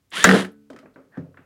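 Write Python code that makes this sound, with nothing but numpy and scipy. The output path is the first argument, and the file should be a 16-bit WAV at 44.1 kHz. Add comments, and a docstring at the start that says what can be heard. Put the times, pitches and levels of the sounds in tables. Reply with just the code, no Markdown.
"""A short motor whir and a sharp crack: a cordless stapler fires into a wooden board, close up.
Whining gears wind a spring, the striker hits the staple and rebounds, the board booms,
and the spring rings on as the motor stops. Then tool and board are handled in the small,
quiet workshop: light clicks, a short scuff and a dull bump."""
import sys
import numpy as np
from scipy import signal
from scipy.fft import rfft, irfft
from scipy.io import wavfile
from scipy.ndimage import uniform_filter1d

SR = 44100
rng = np.random.default_rng(int(sys.argv[2]) if len(sys.argv) > 2 else 0)


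def generate_wav(signal):
    """Clip the signal to [-1, 1] and save it as 16-bit WAV at the path in sys.argv[1]."""
    frames = np.transpose(np.atleast_2d(signal))
    scaled = np.clip(frames, -1, 1) * 32767
    pcm = np.round(scaled).astype(np.int16)
    wavfile.write(sys.argv[1], SR, pcm)


N = 63945

FIRE_S = .2405  # the spring is let go
CONTACT_S = .0004  # attack of a hard knock


def undb(db):
    """Decibels to gain."""
    return 10 ** (np.asarray(db) / 20)


def since(start):
    """Seconds since a moment, zero before it."""
    return np.maximum(np.arange(N) / SR - start, 0)


def fall(start, t60):
    """Full level until a moment, then a decay of 60 dB every t60 seconds."""
    return np.exp(-np.log(1000) * since(start) / t60)


def rise(start, length):
    """Silence until a moment, then a smooth rise to full level."""
    return 1 - np.exp(-(since(start) / length) ** 2)


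def hump(centre, width):
    """A smooth swell and fade around a moment."""
    return np.exp(-.5 * ((np.arange(N) / SR - centre) / width) ** 2)


def burst(start, t60, tail_db, tail_t60):
    """Envelope of a contact: a quick decay and the room's longer tail."""
    direct = rise(start, 0.001) * fall(start, t60)
    tail = undb(tail_db) * rise(start, 0.002) * fall(start, tail_t60)
    return np.hypot(direct, tail)


def colour(x, points):
    """Shape a sound with an EQ curve that rolls off steeply beyond its ends; rms 1."""
    hz, db = np.array(points, float).T
    f = np.maximum(np.arange(N // 2 + 1) * SR / N, 1)
    curve = undb(np.interp(np.log(f), np.log(hz), db))
    skirts = 1 / np.sqrt((1 + (hz[0] / 2 / f) ** 4) * (1 + (f / hz[-1] / 2) ** 8))
    y = irfft(rfft(x) * curve * skirts, N)
    return y / np.std(y)


def noise(points):
    """Coloured noise of rms 1."""
    return colour(rng.standard_normal(N), points)


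def ring(start, modes):
    """Damped modes struck at one moment."""
    return sum(undb(db) * np.sin(2 * np.pi * hz * since(start)) * fall(start, t60)
               for hz, db, t60 in modes)


def room_tone():
    """The faint low rumble of the workshop."""
    # Room EQ. Each row: frequency in Hz, gain in dB.
    room_eq = [(25, -3.5), (60, 0), (150, -8.5), (700, -26.5), (15500, -39)]
    return undb(-64) * noise(room_eq)


def scuff():
    """A short, squeaky rub that swells into the first bump."""
    # Friction EQ. Each row: frequency in Hz, gain in dB.
    scuff_eq = [(300, -9), (1400, -10.5), (1700, 5.5), (1830, 0), (2050, -15), (7000, -47)]
    return undb(-48.5) * noise(scuff_eq) * rise(1.1, 0.046) * fall(1.177, t60=0.14)


def handling_knocks():
    """Each knock layers a wooden thud, a plastic clack and a tick that rings the metal magazine."""
    # Knocks. Each row: start in seconds, wood in dB, plastic in dB, clack pitch ratio, metal in dB.
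    knocks = [(0.7011, -39, -43, 0.94, -47), (.731, -51, -50, 1.25, -53.5), (0.7620, -49, -41, 1.14, -50),
              (0.788, -76, -48.5, 1.27, -48.5), (0.828, -44.5, -56, 1.03, -85),
              (0.858, -57, -47, 1.06, -76), (0.9594, -49, -41.5, 0.98, -75), (0.978, -46, -64, 0.46, -79),
              (1.1719, -35.5, -43, 1.116, -63), (1.343, -65, -50.5, 0.93, -80),
              (1.3718, -57.5, -39, 1.145, -75)]
    # EQs of wood, plastic and metal. Each row: frequency in Hz (before any pitch ratio), gain in dB.
    wood_eq = [(90, -15), (220, -7.5), (272, 1.5), (310, -10), (370, -5.5), (560, -5), (750, -18.5),
               (1200, -26), (3000, -47.5)]
    clack_eq = [(300, -1.5), (900, -7.5), (1250, 0), (1800, -8), (2300, -11.5), (3200, -27.5), (7000, -60)]
    tick_eq = [(1500, -11), (3400, 2), (8500, -8.5), (15500, -23)]
    # Ring of the plastic shell. Each row: base frequency in Hz, relative level in dB, t60 in seconds.
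    shell_modes = [(1567, 1.5, 0.023)]
    # Ring of the magazine. Each row: frequency in Hz, relative level in dB.
    magazine_modes = [(1290, 0), (3110, -13), (5040, -19.5)]
    out = 0
    for start, wood_db, plastic_db, pitch, metal_db in knocks:
        clack = noise([(hz * pitch, db) for hz, db in clack_eq])
        clack *= burst(start, t60=.028, tail_db=-12.5, tail_t60=.36)
        shell = ring(start, [(hz * pitch, db, t60) for hz, db, t60 in shell_modes])
        plastic = clack + rise(start, CONTACT_S) * shell
        tick = noise(tick_eq) * burst(start, t60=0.021, tail_db=-13.5, tail_t60=0.16)
        metal = tick + ring(start, [(hz, db, 0.091) for hz, db in magazine_modes])
        wood = noise(wood_eq) * burst(start, t60=0.26, tail_db=-10.5, tail_t60=0.64)
        out += undb(wood_db) * wood + undb(plastic_db) * plastic + undb(metal_db) * metal
    return out


def light_ticks():
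    """Tiny, bright ticks: the trigger clicks, then the mechanism ticks faintly after the shot."""
    # Ticks. Each row: start in seconds, level in dB, centre frequency in Hz.
    ticks = [(0.104, -57.5, 7900), (.517, -65, 11000), (0.941, -68.5, 3870)]
    out = 0
    for start, db, hz in ticks:
        band = noise([(hz / 2, -20), (hz, 0), (hz * 2, -20)])
        out += undb(db) * band * (since(start) > 0) * fall(start, t60=0.068)
    return out


def board_bumps():
    """Dull bumps ring the board's low modes with a soft attack."""
    # Bumps. Each row: start in seconds, level in dB.
    bumps = [(1.172, -20), (1.2203, -29.5), (1.281, -43), (1.385, -43.5)]
    # Modes of the bumped board. Each row: frequency in Hz, relative level in dB, t60 in seconds.
    modes = [(92.9, -20, 1), (137.8, -8, 0.28), (167, -2, 0.16), (271.4, 0, 0.094), (363, -13, 0.12)]
    return sum(undb(db) * rise(start, 0.0069) * ring(start, modes) for start, db in bumps)


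def motor():
    """Gear teeth whine upward as they wind the spring, and rattle and hiss until the motor brakes."""
    # EQs of the gears' rattle in the housing and their hiss. Each row: frequency in Hz, gain in dB.
    rattle_eq = [(130, -15), (260, -5), (750, -15.5), (1100, -4), (1500, -6.5), (1850, 0.5), (2500, -7),
                 (3150, -0.5), (3900, -8), (6000, -20.5), (16000, -44.5)]
    hiss_eq = [(4500, -7.5), (6500, 0), (10300, 3.5), (12500, -15.5), (16000, -21)]
    on_s, off_s, spin_up_s = .1065, 0.4, .055
    full_mesh_hz, roughness, teeth_per_turn = 2022, .012, 6.4
    speed = 1 - np.exp(-since(on_s) / spin_up_s)
    wobble = uniform_filter1d(rng.standard_normal(N), size=120)
    mesh_hz = full_mesh_hz * speed * (1 + roughness * wobble / np.std(wobble))
    phase = 2 * np.pi * np.cumsum(mesh_hz) / SR
    throb = 1 + .35 * np.cos(phase / teeth_per_turn)
    tone = np.sqrt(2) * (np.sin(phase) + undb(-6) * np.sin(2 * phase))
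    whine = undb(-29.5) * speed * throb * tone * fall(FIRE_S, t60=0.42)  # fades once unloaded
    tooth = (phase / (2 * np.pi)).astype(int)
    tooth_force = undb(3.4 * rng.standard_normal(N))[tooth]
    contacts = rng.standard_normal(N) * tooth_force * (1 + np.cos(phase)) * (speed > 0)
    rattle = undb(-28.5) * colour(contacts, rattle_eq)
    hiss = undb(-40.5) * rise(on_s, 0.038) * colour(contacts, hiss_eq)
    running = rise(on_s, 0.041) * fall(off_s, t60=0.16)
    return running * (rattle + hiss + whine)


def drive_spring():
    """The released spring hums on after the shot."""
    # Spring modes. Each row: frequency in Hz, level in dB, t60 in seconds.
    modes = [(143, -48.5, 1), (215.3, -33.5, 1.1), (289, -35, 1.1), (439, -30.5, .72), (525, -43, .6)]
    return ring(FIRE_S, modes)


def shudder():
    """The housing trembles as the spring tightens, then the shot shakes tool and bench."""
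    # Shudder EQ. Each row: frequency in Hz, gain in dB.
    shudder_eq = [(90, -21), (190, 4.5), (230, -2.5), (320, -5), (450, -1), (650, -8), (900, -13),
                  (1150, -14), (1700, -9.5), (2600, -30.5)]
    strain = undb(-37.5) * rise(0.17, 0.0043)
    recoil = undb(-17) * rise(FIRE_S, 0.02)
    return (strain + recoil) * noise(shudder_eq) * fall(0.37, t60=0.22)


def board_boom():
    """The board booms after the shot; the tool lands and damps it, and the boom dies as it lifts off."""
    # Modes of the board on its bench, and the hollow knock of the landing tool.
    # Each row: frequency in Hz, relative level in dB, free t60 in seconds.
    board_modes = [(98, -25.5, 0.92), (189.3, 1, 0.5), (265.6, -7, 0.45), (364, -18, 0.94),
                   (448, -17.5, 0.4), (563, -17.5, 0.25)]
    landing_modes = [(446.5, -13, .09)]
    start, swell_s, land_s, lift_s = FIRE_S + .019, 0.033, .338, 0.47
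    boom = undb(-4.5) * rise(start, swell_s) * ring(start, board_modes)
    damping = undb(-3.5 * rise(land_s, swell_s)) * fall(lift_s, t60=0.19)
    return boom * damping + ring(land_s, landing_modes)


def striker_blows():
    """The striker hits its stop and rebounds, clattering and ringing the nose."""
    # Blows. Each row: start in seconds, ring in dB, ring time ratio, pitch ratio, clatter in dB.
    blows = [(0.2423, -14.5, 1.8, 1.23, -13), (0.2427, 0, 0.71, 0.99, -3.5),
             (0.2533, -9.5, 1.4, 1.07, -26.5), (0.27, -13.5, 0.4, 1.32, -22),
             (0.2911, 1.5, 0.28, 1.14, -19), (0.3125, 0, 0.24, 1.11, -28), (0.447, -27.5, 0.45, 1.1, -32.5)]
    # Nose and housing modes. Each row: base frequency in Hz, relative level in dB, base t60 in seconds.
    nose_modes = [(586.5, -10, 0.076), (1217, -19, 0.28), (1399, 0.5, 0.05), (1604, -3, 0.089),
                  (1740, -15, 0.043), (2690, -17.5, .06), (3566, -22, .04), (4550, -13, 0.022)]
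    # Clatter EQ. Each row: frequency in Hz, gain in dB.
    clatter_eq = [(40, -15.5), (200, 4), (600, -5.5), (900, -6.5), (1400, 0), (2500, -4.5), (5000, -12),
                  (9000, -20.5), (15500, -28.5)]
    out = 0
    for start, ring_db, sustain, pitch, clatter_db in blows:
        modes = [(hz * pitch, db, t60 * sustain) for hz, db, t60 in nose_modes]
        nose = rise(start, CONTACT_S) * ring(start, modes)
        clatter = noise(clatter_eq) * burst(start, t60=0.049, tail_db=-14.5, tail_t60=.16)
        out += undb(ring_db) * nose + undb(clatter_db) * clatter
    return out


def staple_crack():
    """The striker meets the staple: a bright snap with a very short tail."""
    # Crack EQ. Each row: frequency in Hz, gain in dB.
    crack_eq = [(1500, -11.5), (3500, -7), (5200, -9), (6800, 1.5), (8000, -9), (10000, -17.5),
                (15500, -28)]
    hit_s = .2424
    snap = hump(hit_s, width=0.00039)
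    tail = undb(-7.5) * rise(hit_s, 0.0018) * fall(hit_s, t60=0.021)
    return noise(crack_eq) * (snap + tail)


def scene():
    """The stapler and its handling over a quiet room, in mono."""
    stapler = motor() + staple_crack() + striker_blows() + board_boom() + shudder() + drive_spring()
    handling = scuff() + handling_knocks() + light_ticks() + board_bumps()
    return (stapler + handling + room_tone())[None]


def record(dry):
    """Thin the deep bass, soft-clip the peaks of the shot and cut the top."""
    low_cut_hz, top_hz = 99, 16000
    thin = signal.sosfilt(signal.butter(2, low_cut_hz, "high", fs=SR, output="sos"), dry)
    clipped = thin / (1 + thin ** 6) ** (1 / 6)
    return signal.sosfilt(signal.ellip(10, .2, 90, top_hz, fs=SR, output="sos"), clipped)


dry = scene()
out = record(dry)
generate_wav(out)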